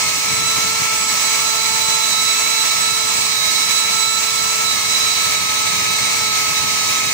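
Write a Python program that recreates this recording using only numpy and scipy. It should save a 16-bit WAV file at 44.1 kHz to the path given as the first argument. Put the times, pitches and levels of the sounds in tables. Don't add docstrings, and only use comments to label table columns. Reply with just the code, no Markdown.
import sys
import numpy as np
from scipy import signal
from scipy.fft import irfft
from scipy.io import wavfile

SR = 44100
rng = np.random.default_rng(int(sys.argv[2]) if len(sys.argv) > 2 else 0)


def log_audio(samples):
    frames = np.atleast_2d(samples).T
    limited = np.clip(frames, -1, 1)
    pcm = np.round(limited * 32767).astype(np.int16)
    wavfile.write(sys.argv[1], SR, pcm)


N = 314433
T = np.arange(N) / SR
HZ = np.maximum(np.arange(N // 2 + 1) * SR / N, 1)


def from_db(db):
    return 10 ** (np.asarray(db) / 20)


def in_time(rows):
    return np.interp(T, *np.transpose(rows))


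def swing(rows):
    level_db = in_time(rows)
    return level_db - level_db.mean()


def in_frequency(rows):
    hz, *columns = np.transpose(rows)
    return np.array([np.interp(np.log(HZ), np.log(hz), column) for column in columns])


def bell(hz, width_hz, height):
    return height * 2 ** -((2 * (HZ - hz) / width_hz) ** 2)


def white(count):
    shape = (count, len(HZ))
    return (rng.standard_normal(shape) + 1j * rng.standard_normal(shape)) * np.sqrt(N * SR) / 2


def drift(rate_hz, hop=32):
    pole = np.exp(-2 * np.pi * rate_hz * hop / SR)
    count = N // hop + 2
    slow = signal.lfilter([1], [1, -2 * pole, pole ** 2], rng.standard_normal(2 * count))[count:]
    return np.interp(np.arange(N) / hop, np.arange(count), slow / slow.std())


# time_s, level_db
GUST_LEVEL = [(0.0, -32), (0.23, -34.5), (0.32, -28), (1.2, -36.5), (2.74, -38.5), (2.79, -35.5),
              (3.79, -40), (3.87, -32), (3.99, -40), (5.05, -33), (5.11, -36), (5.66, -31), (7.13, -32.5)]
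# frequency_hz, left_db_per_hz, right_db_per_hz
DRAUGHT_SPECTRUM = [(15, -92, -90), (38, -88, -91), (80, -64.5, -67), (139, -58.5, -72.5),
                    (206, -65.5, -67.5), (304, -67.5, -78), (730, -89.5, -80.5)]


def draught(left_follow=0.98, right_follow=0.4, lumps_db=3.0):
    rumble = irfft(from_db(in_frequency(DRAUGHT_SPECTRUM)) * white(2), N)
    gust_db = swing(GUST_LEVEL) * np.array([[left_follow], [right_follow]])
    flutter_db = lumps_db * np.array([drift(30), drift(10)])
    return rumble * from_db(gust_db + flutter_db)


# frequency_hz, left_db_per_hz, right_db_per_hz
AIR_SPECTRUM = [(60, -95, -87), (255, -66.5, -63), (350, -73.5, -70.5), (740, -63.5, -63.5),
                (1245, -60.5, -58.5), (1365, -64.5, -65.5), (1780, -58.5, -61.5), (3240, -64, -59.5),
                (4960, -61.5, -58.5), (6500, -58.5, -55.5), (7810, -68, -59), (9900, -68, -66.5),
                (12500, -95, -73), (16000, -97, -69)]
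# centre_hz, width_hz, left_db, right_db
HOUSING_RESONANCES = [(629, 236, 5, 8), (783, 110, -7.5, -4), (1480, 100, -3.5, -6.5), (2297, 244, 5.5, 6),
                      (2610, 490, 4.5, 3.5), (5930, 250, 5.5, 3.5), (6600, 220, 0.5, 4)]
# centre_hz, width_hz, gain_db
SIZZLE_PEAK = (14960, 1100, 10.7)
# frequency_hz, correlation
AIR_COHERENCE = [(150, 0.12), (320, 0.88), (620, 0.99), (1050, 0.8), (1600, 0.1), (2300, 1), (3000, 0.059),
                 (9000, 0.19)]


def housing_spectrum(right_delay_s=0.00095):
    shared, own = white(1), white(2)
    coherence = np.clip(in_frequency(AIR_COHERENCE), 0, 1)
    arrival = np.exp(-2j * np.pi * HZ * np.array([[0], [right_delay_s]]))
    housing_db = sum(bell(hz, width_hz, np.array([[left_db], [right_db]]))
                     for hz, width_hz, left_db, right_db in HOUSING_RESONANCES)
    colour = from_db(in_frequency(AIR_SPECTRUM) + housing_db + bell(*SIZZLE_PEAK))
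    return colour * (np.sqrt(coherence) * shared * arrival + np.sqrt(1 - coherence) * own)


# time_s, level_db
BODY_LEVEL = [(0.0, -27), (0.5, -29.5), (0.63, -27.5), (2.0, -25), (2.08, -27.5), (2.44, -30.5),
              (2.58, -26.5), (2.72, -28), (5.22, -29.5), (6.69, -26), (7.13, -30)]


def rushing_air(angle, chop_depth=0.11, rasp_flutter_db=1.5, flicker_db=0.86, split_hz=3000):
    gust_db, body_db = swing(GUST_LEVEL), swing(BODY_LEVEL)
    rush = housing_spectrum()
    rasp_share = bell(hz=2250, width_hz=600, height=0.72)
    rasp = irfft(rush * rasp_share, N) * from_db(0.079 * gust_db + rasp_flutter_db * drift(4.8))
    rest = rush * (1 - rasp_share)
    low = rest / (1 + (HZ / split_hz) ** 4)
    band = low * bell(hz=765, width_hz=780, height=0.45)
    body = irfft(low - band, N) + irfft(band, N) * from_db(0.29 * body_db)
    pan_db = 0.61 * gust_db * np.array([[0.5], [-0.5]])
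    hiss = irfft(rest - low, N) * from_db(pan_db)
    hiss *= 1 + chop_depth * np.cos(angle)
    return (body + rasp + hiss) * from_db(0.22 * body_db + flicker_db * drift(7.9))


# time_s, turns_per_s
MOTOR_SPEED = [(0.0, 434.5), (0.12, 428.6), (0.26, 436.7), (0.39, 439.8), (0.67, 441.2), (0.73, 443.7),
               (1.19, 434.6), (1.31, 440.7), (1.98, 442.0), (2.15, 434.0), (2.56, 443.8), (2.7, 436.2),
               (2.99, 440.0), (3.24, 436.8), (3.44, 428.1), (3.55, 434.3), (3.86, 439.5), (4.61, 440.2),
               (4.78, 429.6), (4.93, 436.7), (5.24, 435.3), (5.47, 427.6), (5.62, 435.6), (5.8, 424.5),
               (5.92, 432.3), (6.23, 436.8), (6.32, 430.7), (7.13, 428.8)]


def shaft_rotation():
    speed_hz = in_time(MOTOR_SPEED)
    return speed_hz, 2 * np.pi * np.cumsum(speed_hz) / SR


# centre_hz, width_hz, gain_db
TONE_RESONANCES = [(444, 11, 3.5), (884, 16, 3), (1319, 54, 3.5), (4330, 180, 5.5), (5222, 65, 4),
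                   (6627, 95, 2), (7414, 160, 3.2), (7885, 95, 5.5)]
# time_s, level_db
THIRD_LEVEL = [(0.0, -3.5), (0.9, -0.5), (1.5, -1), (2.2, -1), (4.25, -1), (5.7, 0.5), (7.13, 0)]
# time_s, level_db
WHISTLE_LEVEL = [(0.0, -31), (0.51, -23.5), (0.91, -31.5), (2.09, -17), (3.39, -23), (3.66, -19),
                 (3.91, -19.5), (3.97, -19), (4.54, -26.5), (4.56, -32.4), (4.7, -16), (4.78, -26),
                 (4.96, -17.5), (5.28, -24.5), (7.0, -25.1), (7.13, -27.6)]


def harmonic_swells(speed_hz, free_fade_db=1.6, guided_fade_db=0.7, fade_db_per_harmonic=0.0338):
    response_db = sum(bell(*resonance) for resonance in TONE_RESONANCES)
    gust_db, body_db, whistle_db = swing(GUST_LEVEL), swing(BODY_LEVEL), swing(WHISTLE_LEVEL)
    guide_db = {1: 0.3 * gust_db, 2: 1.6 * body_db, 3: swing(THIRD_LEVEL),
                9: whistle_db, 12: 0.27 * whistle_db, 18: -0.5 * gust_db}
    swells = {}
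    for k, *_ in WHINE_HARMONICS:
        fade_db = guided_fade_db + fade_db_per_harmonic * k if k in guide_db else free_fade_db
        resonance_db = np.interp(k * speed_hz, HZ, response_db)
        gain = from_db(resonance_db + guide_db.get(k, 0) + fade_db * drift(3))
        swells[k] = gain / np.sqrt(np.mean(gain ** 2))
    return swells


# harmonic, left_db, right_db, right_delay_ms
WHINE_HARMONICS = [(1, -48.3, -39.8, 2.03), (2, -37.5, -35.0, 0.87), (3, -28.8, -26.3, 0.97),
                   (4, -37.0, -46.0, 0.9), (5, -32.0, -39.0, 0.91), (6, -31.0, -32.5, 0.98),
                   (7, -50.5, -42.5, 0.83), (8, -51.0, -38.5, 0.89), (9, -34.5, -21.5, 0.93),
                   (10, -36.0, -28.2, 1.05), (11, -42.0, -34.5, 0.97), (12, -34.5, -31.5, 0.97),
                   (13, -41.5, -43.0, 0.9), (14, -47.0, -39.5, 0.94), (15, -39.0, -38.0, 0.95),
                   (16, -48.0, -39.5, 0.97), (17, -42.0, -33.0, 1.01), (18, -37.0, -25.5, 0.95),
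                   (19, -45.0, -36.5, 0.95), (20, -44.5, -37.5, 0.97), (23, -50.0, -47.5, 0.96),
                   (24, -53.0, -47.5, 0.93), (27, -54.0, -42.0, 0.95)]


def motor_whine(speed_hz, angle, shake_rad=0.07, shake_hz=10, scatter=0.1, scatter_hz=26,
                wander_rad=0.075, ripple_depth=0.035, mains_hz=50):
    swells = harmonic_swells(speed_hz)
    shaken_angle = angle + shake_rad * drift(shake_hz)
    whine = np.zeros((2, N))
    for k, left_db, right_db, right_delay_ms in WHINE_HARMONICS:
        trim_db = 0.12 - 0.0319 * k
        skirt = scatter * np.sqrt(k * swells[k])
        phase = k * shaken_angle + rng.uniform(0, 2 * np.pi)
        left_phase = phase + k * wander_rad * drift(0.7)
        right_phase = phase - 2 * np.pi * k * speed_hz * right_delay_ms / 1000
        for mic, (mic_phase, level_db) in enumerate([(left_phase, left_db), (right_phase, right_db)]):
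            in_phase = (swells[k] + skirt * drift(scatter_hz)) * np.cos(mic_phase)
            quadrature = skirt * drift(scatter_hz) * np.sin(mic_phase)
            whine[mic] += np.sqrt(2) * from_db(level_db + trim_db) * (in_phase + quadrature)
    return whine * (1 + ripple_depth * np.cos(2 * np.pi * 2 * mains_hz * T))


def scene():
    speed_hz, angle = shaft_rotation()
    return motor_whine(speed_hz, angle) + rushing_air(angle) + draught()


def record(dry, ceiling=0.9, cutoff_hz=15650):
    rounded = dry / (1 + (dry / ceiling) ** 6) ** (1 / 6)
    low_pass = signal.ellip(12, 0.1, 80, cutoff_hz, fs=SR, output="sos")
    return signal.sosfilt(low_pass, rounded)


dry = scene()
out = record(dry)
log_audio(out)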